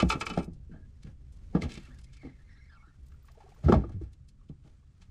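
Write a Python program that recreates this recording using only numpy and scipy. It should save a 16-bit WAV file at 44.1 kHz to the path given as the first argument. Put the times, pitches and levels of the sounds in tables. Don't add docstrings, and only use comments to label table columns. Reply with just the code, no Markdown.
import sys
import numpy as np
from scipy import signal
from scipy.fft import rfft, irfft
from scipy.io import wavfile
from scipy.ndimage import uniform_filter1d

SR = 44100
rng = np.random.default_rng(int(sys.argv[2]) if len(sys.argv) > 2 else 0)


def amp(db):
    return 10 ** (np.asarray(db, float) / 20)


def write(x):
    x = np.atleast_2d(x).T
    wavfile.write(sys.argv[1], SR, np.round(np.clip(x, -1, 1) * 32767).astype(np.int16))


N = 225042

SOFTER = 0.12
LEAD_DB, LEAD_S = -12.5, 0.019


def evened(x):
    return x / np.sqrt(np.mean(x ** 2) + 1e-20)


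def peaked(x):
    return x / (np.abs(x).max() + 1e-20)


def wander(count, size):
    return evened(uniform_filter1d(rng.standard_normal(count), size=size))


def envelope(rows):
    times_s, levels_db = np.transpose(rows)
    return amp(np.interp(np.arange(N) / SR, times_s, levels_db))


def colour_of(colour, hz):
    f, db = np.transpose(colour)
    return amp(np.interp(np.log(hz + 1), np.log(f + 1), db, -120, -120))


def add(mix, s, sound):
    part = mix[max(round(s * SR), 0):][:len(sound)]
    faded = sound * np.minimum(np.linspace(4, 0, len(sound)), 1)
    part += faded[:len(part)]


def add_before(mix, s, sound):
    add(mix[:round(s * SR)][::-1], 0, sound)


def dying(t60, seconds):
    return amp(-60 * np.arange(round(seconds * SR)) / SR / max(t60, .003))


def ring(modes, spread_db, ring_share, seconds=.5, slope_db=0, detune=0.0096):
    t = np.arange(round(seconds * SR)) / SR
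    chance = rng.standard_normal((len(modes), 2))
    out = np.zeros(len(t))
    for (hz, db, t60), (a, b) in zip(modes, chance):
        level = amp(db + spread_db * a + slope_db * np.log2(hz / 2000)) * np.sign(b)
        tone = np.sin(2 * np.pi * hz * (1 + detune * b) * t)
        out += level * dying(min(t60, .6) * ring_share, seconds) * tone
    return out


def burst(colour, t60, rise, slope_db=0, size=SR // 4):
    fine, t = np.fft.rfftfreq(size, 1 / SR), np.arange(size) / SR
    tilt = amp(slope_db * np.log2(fine / 2000 + 0.084))
    x = rfft(rng.standard_normal(size)) * colour_of(colour, fine) * tilt
    hz, frame, z = signal.stft(irfft(x, size), SR, nperseg=256, noverlap=192)
    band_t60 = max(t60, .01) * (hz[:, None] / 1500 + 0.034) ** -.3
    z = z * amp(-60 * frame / band_t60)
    sound = signal.istft(z, SR, nperseg=256, noverlap=192)[1][:size]
    return peaked(sound * (1 - np.exp(-(t / max(rise, 3e-4)) ** 2)))


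def resonate(x, hz, width_hz):
    turn = np.exp(2j * np.pi * np.cumsum(hz) / SR)
    r = np.exp(-np.pi * width_hz / SR)
    return 2 * (turn * signal.lfilter([(1 - r) ** 2], [1, -2 * r, r * r], x / turn)).real


def noise(colour, size, patchy_db, flicker_db):
    frames, hz = N * 4 // size + 5, np.fft.rfftfreq(size, 1 / SR)
    a, b, patches = rng.standard_normal((frames, len(hz), 3)).T
    patches = uniform_filter1d(patches, size=5, axis=0)
    patches = evened(uniform_filter1d(patches, size=8, axis=1))
    unsteady = amp(patchy_db * patches + flicker_db * wander(frames, 3))
    z = (a + 1j * b) * colour_of(colour, hz)[:, None] * unsteady
    return evened(signal.istft(z, nperseg=size, noverlap=size * 3 // 4)[1][:N])


def rumble():
    # time_s, level_db
    rumble_level = [(0.0, -47.5), (0.11, -44.5), (0.99, -50.5), (1.73, -47.5), (2.83, -56), (3.15, -53),
                    (3.37, -56.5), (3.66, -51), (3.81, -43), (3.89, -42.5), (4.1, -51.5), (4.86, -56),
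                    (5.1, -55.5)]
    # freq_hz, level_db per Hz
    rumble_colour = [(7.1, -36.5), (12, -3), (70, -1), (83, -0.5), (98, -20), (133, -3), (148, -20),
                     (168, -17.5), (259, -24), (371, -35.5), (399, -28), (429, -46), (470, -36),
                     (563, -40.5), (900, -59), (1170, -67), (1980, -120)]
    return envelope(rumble_level) * noise(rumble_colour, size=4096, patchy_db=-0.5, flicker_db=0.5)


def hiss():
    # freq_hz, level_db per Hz
    hiss_colour = [(180, -29.5), (300, -3.5), (684, -11), (921, -8.5), (1280, -5), (1720, -10), (6560, -15),
                   (8680, -15), (11100, -27), (15500, -38.5)]
    return amp(-81) * noise(hiss_colour, size=1024, patchy_db=1.2, flicker_db=1.2)


def rustle():
    # time_s, level_db
    rustle_level = [(0.0, -51.5), (0.2, -56), (0.3, -66), (0.42, -80), (0.52, -81), (1.02, -73),
                    (1.09, -65.5), (1.15, -77.5), (1.4, -69.5), (1.77, -59), (2.02, -66), (2.25, -73),
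                    (2.38, -72.5), (3.03, -73), (3.25, -70.5), (3.4, -68.5), (3.64, -63.5), (4.33, -90.5),
                    (4.6, -97), (4.67, -69), (4.8, -81.5), (5.1, -71.5)]
    # freq_hz, level_db per Hz
    rustle_colour = [(240, -28.5), (400, -4), (425, -10), (466, -7), (808, -13), (1990, -12.5), (3730, -18),
                     (5900, -18), (6870, -19), (15500, -30.5)]
    sizes = amp(3 * np.minimum(rng.exponential(1, N), 4))
    slips = sizes * (rng.random(N) < 70 / SR)
    grain = 3.6 + evened(signal.oaconvolve(slips, np.hanning(700))[:N])
    sound = evened(grain * noise(rustle_colour, size=256, patchy_db=1.0, flicker_db=-1.5))
    return envelope(rustle_level) * amp(-6.0) * sound


def clanks():
    # start_s, peak_db, brightness_db per octave, chatter_t60_s
    knocks = [(0.0004, -20, 1.5, 0.067), (0.0226, -28.5, 3, 0.044), (0.102, -17, 2, 0.12),
              (0.1227, -24.5, 2.5, 0.082), (0.2117, -25.5, 2, 0.077), (0.2672, -24, 2, 0.076),
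              (0.301, -29, 1.5, 0.083), (0.337, -40, 3, 0.12), (0.3879, -37.5, 1, 0.13),
              (0.4313, -48.5, 6.5, 0.055), (0.444, -51, 23, 0.077)]
    # freq_hz, level_db, t60_s
    pole_modes = [(874, -12, .14), (1010, -10, .14), (1225, -2, .11), (1340, -4, .13), (2326, -2, .1),
                  (2435, -3, .095), (2580, -3, .13), (2975, -5, .13), (3470, -12, .08), (3844, -9, .09),
                  (4220, -13, .07), (4947, -12, .06), (5300, -14, .06), (6115, -17, .05)]
    # freq_hz, level_db per Hz
    clash_colour = [(180, -38.5), (300, -6.5), (467, -8.5), (691, -18), (1000, -11.5), (1270, -5),
                    (1600, -16.5), (2070, -18), (2400, -10.5), (2730, -19.5), (7420, -30), (15000, -57)]
    out = np.zeros(N)
    for s, db, slope_db, t60 in knocks:
        chatter = 1 + .25 * wander(SR // 4, 90)
        modes = ring(pole_modes, 2.5, .5 + 4 * t60, .25, slope_db, .003)
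        tube = peaked(modes * chatter * np.minimum(np.arange(SR // 4) / 150, 1))
        clash = burst(clash_colour, 1.4 * t60, 0.00063, slope_db)
        add(out, s - .002, amp(db) * (amp(-1.5) * tube + clash))
        if s > .05:
            scrape = burst(clash_colour, 0.049, 0.0034, slope_db + 11.0)[:SR // 25 + 1]
            add_before(out, s, amp(db - 12.5) * scrape)
    return out


def thumps():
    # start_s, peak_db, panel_hz, ring_t60_s, board_knock_db (relative)
    steps = [(0.027, -13, 183, 0.12, -16), (0.027, -15, 580, 0.024, -33), (0.051, -21.5, 61, 0.19, -29),
             (0.146, -27.5, 142, 0.12, -8), (0.296, -36, 183, 0.33, -2.5),
             (0.375, -19.5, 169.5, 0.11, -9.5), (0.373, -21, 665, 0.036, -14),
             (0.477, -32, 172.5, 0.17, -23.5), (0.478, -56, 620, 0.073, -15),
             (0.375, -35.5, 1135, 0.02, -27), (0.377, -33, 1730, 0.014, -20), (0.693, -47, 224, 0.1, -31.5),
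             (0.713, -40.5, 165, 0.17, -35), (0.74, -46.5, 219, 0.2, -12), (0.733, -56.5, 637, 0.24, -9.5),
             (1.044, -38.5, 145.8, 0.21, -30), (1.068, -35, 115, 0.13, -23), (1.056, -55, 444, 0.099, -21),
             (1.09, -58, 520, 0.09, -15), (1.412, -56, 56.5, 0.095, -8), (1.549, -13, 168, 0.12, -15),
             (1.564, -25, 332, 0.037, -5.5), (1.6198, -26, 2060, 0.016, -40),
             (1.648, -25.5, 134, 0.045, -18), (1.628, -27, 81.3, 0.17, -9),
             (1.773, -30.5, 154, 0.036, -15.5), (2.231, -42, 286, 0.14, -8.5), (2.248, -35, 262, 0.11, -20),
             (2.267, -41, 256, 0.094, -11.5), (2.304, -48.5, 239, 0.13, -19.5),
             (1.88, -51.5, 254.4, 0.44, -8.5), (2.871, -60, 285.3, 0.11, -11),
             (2.979, -42, 64.6, 0.98, -33), (4.496, -31.5, 146.4, 0.074, -25),
             (4.644, -47, 147.3, 0.23, -15), (4.673, -63.5, 589, 0.093, 1.5),
             (4.999, -54.5, 179, 0.42, -19), (5.08, -42, 55.6, 0.36, -42)]
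    # start_s, peak_db, panel_hz, ring_t60_s, board_knock_db
    landing = [(3.638, -21, 106, 0.72, -19), (3.658, -11, 77.56, 0.14, -30.5),
               (3.684, -18.5, 334, 0.068, -1.5), (3.694, -11, 352.6, 0.1, -30),
               (3.708, -18.5, 195, 0.057, -31.5), (3.7215, -17, 190, 0.031, 1.5),
               (3.684, -29, 1267, 0.039, -32), (3.693, -30.5, 1280, 0.041, -25),
               (3.685, -31.5, 790, 0.098, -29.5), (3.722, -16.5, 1048, 0.069, -31.5),
               (3.735, -20.5, 1200, 0.036, -31), (3.838, -40.5, 1198, 0.061, -21),
               (3.962, -37, 147, 0.12, -35), (3.738, -17.5, 634, 0.098, -4.5),
               (3.755, -13, 77.3, 0.12, -36.5), (3.77, -20, 64.6, 0.23, -34),
               (3.836, -43.5, 64.6, 0.041, 5.5), (3.844, -34, 346, 0.11, -18),
               (3.892, -37.5, 65.4, 0.081, -8.5), (3.937, -29, 96, 0.43, -38),
               (4.011, -36.5, 319, 0.093, -18.5), (4.012, -31, 62.4, 0.25, -28)]
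    # freq_hz, level_db, t60_s
    hull_modes = [(64.6, -9.5, 3.2), (142, -8, 2.3), (183, -8, 0.86), (263.5, -9, 0.53), (336.1, -11.5, 1),
                  (465, -6.5, 0.14)]
    # freq_hz, level_db, t60_s
    board_modes = [(609.8, 7.5, 0.078), (790, -2, 0.05), (1125.6, -7.5, 0.22), (1206, -1, 0.11),
                   (1280, -6, 0.073), (1470, -14.5, 0.23), (1654, -15, 0.11), (1793, -32.5, 0.03),
                   (1940, -30, 0.21), (2100, -34.5, 0.087)]
    # freq_hz, level_db per Hz
    knock_colour = [(120, -34), (200, 4), (358, -6.5), (751, -15), (1070, -23), (1820, -31), (6000, -48),
                    (7800, -77), (13200, -120)]
    out, t = np.zeros(N), np.arange(SR // 2) / SR
    for s, db, hz, t60, knock_db in steps + landing:
        rise = (0.0013 + 0.16 / hz) * amp(-SOFTER * (db + 10.0))
        stiffening = 1 + 0.35 * min(1, 150 / hz) * np.exp(-t / 0.014)
        panel = dying(t60, .5) * np.sin(2 * np.pi * hz * t * stiffening)
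        hull = peaked(ring(hull_modes, 3, .35))
        hull = signal.lfilter(*signal.butter(2, 2.0 * hz, fs=SR), hull)
        body = panel + amp(-3.0) * hull * dying(6.4 * t60, .5)
        body = body * (1 - np.exp(-(t / max(rise, 1e-3)) ** 2))
        boards = ring(board_modes, 3, .4, .25) * (1 - np.exp(-t[:SR // 4] / .001))
        knock = burst(knock_colour, 1.27 * t60, 0.81 * rise) + amp(-8.5) * peaked(boards)
        brush = burst(knock_colour, 3 * LEAD_S, 0.0012, size=3072)
        add(out, s, amp(db) * peaked(body))
        add(out, s, amp(db + knock_db + 5.0) * knock)
        add_before(out, s, amp(db + knock_db + LEAD_DB) * brush)
    return signal.lfilter(*signal.butter(4, 52, "high", fs=SR), out)


def whistles():
    # start_s, length_s, pitch_hz, level_db
    chirps = [(1.81, .03, 2620, -71), (1.86, .03, 2230, -70), (2.755, .09, 2230, -72),
              (1.36, .09, 1020, -81), (3.06, .135, 14000, -80), (.33, .14, 8600, -68),
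              (2.75, .1, 5650, -84), (2.49, .08, 5450, -81), (2.55, .15, 5500, -86), (2.67, .1, 5050, -85),
              (2.81, .12, 3850, -85), (2.57, .05, 1650, -73), (2.83, .14, 1800, -79), (.71, .09, 1780, -79),
              (.76, .13, 1660, -79), (1.84, .05, 2650, -74), (1.83, .05, 2000, -74), (2.21, .05, 1850, -74)]
    out = np.zeros(N)
    for s, length, hz, db in chirps:
        t = np.arange(0, length, 1 / SR)
        pitch_hz = hz + 5e-3 * hz * np.sin(70 * t + 6 * rng.random())
        line = evened(resonate(rng.standard_normal(len(t)), pitch_hz, .02 * hz + 40))
        flutter = amp(3 * wander(SR // 4, 350))[:len(t)]
        add(out, s, amp(db) * line * flutter * signal.windows.tukey(len(t), .6))
    return out


def ticks():
    # start_s, peak_db, centre_hz, t60_s
    cracks = [(0.3648, -49, 2560, 0.025), (0.375, -34, 1290, 0.042), (0.7165, -62.5, 1550, 0.24),
              (1.0331, -48.5, 4560, 0.023), (1.032, -56, 2000, 0.042), (1.048, -58, 2530, 0.086),
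              (4.638, -67.5, 2440, 0.13), (4.697, -66, 3507, 0.05), (5.018, -61, 1100, 0.14),
              (1.0683, -54.5, 1630, 0.14), (1.323, -60.5, 6600, 0.26), (1.5478, -49.5, 1620, 0.41),
              (1.6205, -32.5, 2840, 0.059), (1.633, -36.5, 2250, 0.17), (1.6915, -44, 2350, 0.79),
              (1.7185, -37.5, 2980, 0.077), (1.7532, -41, 2610, 0.06), (1.7761, -39.5, 2720, 0.047),
              (1.851, -53, 2190, 0.091), (1.9865, -52.5, 2070, 0.065), (2.2173, -56.5, 1940, 0.84),
              (2.2533, -61, 1970, 0.23), (3.1193, -57.5, 1460, 0.042), (3.2839, -54.5, 1580, 0.046),
              (3.4037, -57, 1970, 0.15), (3.6422, -46.5, 1640, 0.52), (3.688, -40, 1494, 0.55),
              (3.8402, -69.5, 1470, 0.036), (3.918, -57.5, 1460, 0.21), (4.0126, -62.5, 1710, 0.38),
              (4.0391, -61, 1760, 0.065), (4.49, -61, 2850, 0.07), (4.6751, -63, 2290, 0.072)]
    # start_s, peak_db, centre_hz, t60_s
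    bright_ticks = [(0.5333, -60.5, 5160, 0.14), (1.3698, -62.5, 6550, 0.033), (1.4641, -69, 5000, 0.041),
                    (1.7057, -52, 2900, 0.033), (1.739, -42.5, 4000, 0.062), (1.834, -57, 7000, 0.04),
                    (1.853, -58.5, 7000, 0.072), (1.9446, -58, 6520, 0.036), (1.987, -55.5, 6000, 0.092),
                    (2.0138, -55, 6050, 0.044), (2.0417, -49, 4940, 0.056), (2.132, -49, 3100, 0.15),
                    (3.031, -70, 7800, 0.062), (3.083, -60, 7920, 0.057), (3.253, -60.5, 8000, 0.077),
                    (3.275, -60.5, 8000, 0.02), (2.168, -52, 3500, 0.065), (2.5311, -64, 3000, 0.04),
                    (3.064, -61.5, 6500, 0.063), (3.3164, -57.5, 5030, 0.033), (3.491, -61, 5100, 0.06),
                    (3.723, -31, 1392, 0.072), (3.743, -47, 3000, 0.1), (3.894, -59.5, 5000, 0.042),
                    (4.016, -66, 6000, 0.1), (4.035, -64, 6000, 0.076), (3.92, -69, 6500, 0.09),
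                    (4.131, -58, 7160, 0.06), (4.132, -58, 3200, 0.06), (4.2862, -55, 5540, 0.084),
                    (5.016, -53, 3003, 0.14)]
    out = np.zeros(N)
    for rows, fall_db, rise in ((cracks, -7.5, 0.0011), (bright_ticks, -3.5, 0.0015)):
        for s, db, hz, t60 in rows:
            above_db = fall_db * np.log2(1 + 5000 / hz)
            colour = [(hz / 10, -40), (hz / 2, 1.16 * fall_db - 0.5), (hz, 0),
                      (hz + 5000, above_db), (16000, -32)]
            front = burst(colour, t60, rise * amp(-SOFTER * (db + 45)))
            brush = burst(colour, 3 * LEAD_S, 0.0012, size=3072)
            add(out, s - .001, amp(db) * front)
            add_before(out, s, amp(db + LEAD_DB + 1) * brush)
    return out


def squeaks():
    # start_s, length_s, first_hz, last_hz, level_db
    slides = [(0.703, 0.11, 1520, 1503, -71), (1.819, 0.091, 1560, 1270, -70),
              (1.897, 0.063, 1667, 1890, -66), (2.057, 0.073, 1985, 2390, -74),
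              (1.954, 0.028, 1680, 1620, -73), (2.157, 0.074, 2350, 2200, -69.5),
              (2.205, 0.12, 2230, 1990, -65.5), (2.924, 0.057, 1450, 1520, -79.5),
              (2.306, 0.14, 2090, 1767, -75.5), (2.39, 0.13, 1720, 2170, -74),
              (2.482, 0.13, 1895, 1930, -65), (2.596, 0.11, 2060, 2040, -69),
              (2.686, 0.11, 1880, 1174, -63), (2.77, 0.075, 1163, 1106, -72), (2.81, 0.12, 1428, 1450, -67)]
    # multiple, level_db, width_hz
    orders = [
        (1, 0, 180),
        (.85, -8, 600),
        (2, -15, 500),
        (2.8, -21, 800),
    ]
    out = np.zeros(N)
    for s, length, first_hz, last_hz, level_db in slides:
        t = np.arange(0, length, 1 / SR)
        wobble = evened(uniform_filter1d(wander(SR // 2, 280), size=280))[:len(t)]
        glide_hz = last_hz + (first_hz - last_hz) * (1 - t / length) ** 1.2
        arch = .07 * np.sin(np.pi * t / length) - .04
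        hz = glide_hz * (1 + .035 * wobble + arch)
        lines = amp(-7) * np.sin(2 * np.pi * np.cumsum(hz) / SR)
        for k, db, width_hz in orders:
            patchy = wander(SR // 2, 1500)[:len(t)]
            band = evened(resonate(rng.standard_normal(len(t)), k * hz, width_hz))
            lines += amp(db + 1.8 * k * patchy) * band
        grip = wander(SR // 2, 1100)[:len(t)]
        push = amp(level_db - 2 * t / length + 1.5 * grip)
        add(out, s, push * lines * signal.windows.tukey(len(t), .3))
    return out


def pings():
    # start_s, peak_db
    jingles = [(3.031, -72.5), (3.058, -61), (3.08, -73), (3.118, -75), (3.228, -54), (3.253, -59),
               (3.27, -61), (3.316, -58), (3.335, -66.5), (3.492, -70), (3.51, -70), (3.545, -62),
               (3.598, -73)]
    # freq_hz, level_db per Hz
    ping_colour = [(12900, -27), (13750, 1), (14600, 0), (15600, -9)]
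    out = np.zeros(N)
    for s, db in jingles:
        add(out, s, amp(db) * burst(ping_colour, .12, .001, size=4096))
    return out


def gurgles():
    # start_s, peak_db, pitch_hz
    pockets = [(3.118, -72, 1470), (3.143, -62, 1333), (3.244, -63, 1174), (3.283, -56, 1050),
               (3.372, -53.5, 433), (3.372, -54, 597), (3.3, -61.5, 630), (3.352, -63, 810),
               (3.285, -57, 1720), (3.479, -59.5, 1014), (3.49, -66, 1830), (3.518, -64, 2200),
               (3.545, -64, 1405), (3.403, -49.5, 823), (3.419, -52.5, 730), (3.439, -53.5, 375),
               (3.459, -53.5, 680), (3.483, -56.5, 397), (3.519, -55.5, 720), (3.562, -56, 1007),
               (3.573, -59.5, 425), (3.589, -60.5, 572), (4.41, -63.5, 1056), (4.394, -73, 1203),
               (4.431, -74, 1044), (4.828, -70, 1045)]
    out, t = np.zeros(N), np.arange(SR // 5) / SR
    for s, db, hz in pockets:
        t60 = 36 / hz
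        tone = np.sin(2 * np.pi * hz * t * (1 + 0.21 * t / t60)) * dying(t60, .2)
        tone *= 1 + .5 * wander(len(t), 120)
        add(out, s, amp(db) * peaked(tone * (1 - np.exp(-t / 0.0021))))
        slosh_colour = [(hz / 3, -25), (hz, 0), (3 * hz, -12), (9000, -30)]
        add(out, s, amp(db - 10.5) * burst(slosh_colour, 0.13, 0.012, size=4096))
    return out


def scattered(near):
    echoes = rng.standard_normal(SR // 4) * (rng.random(SR // 4) < .05) * dying(0.038, .25)
    echoes = signal.lfilter(*signal.butter(2, 500, "high", fs=SR), echoes)
    echoes = echoes / np.linalg.norm(echoes)
    return near + amp(-7.0) * signal.fftconvolve(near, echoes)[:N]


def scene():
    near = clanks() + thumps() + whistles() + ticks() + squeaks() + pings() + gurgles()
    return (scattered(near) + rustle() + rumble() + hiss())[None]


def top_cut(x):
    return signal.sosfilt(signal.butter(12, 15610, fs=SR, output="sos"), x)


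def record(dry):
    dull = signal.lfilter(*signal.butter(2, 9500, fs=SR), dry)
    return top_cut(dull)


dry = scene()
out = record(dry)
write(out)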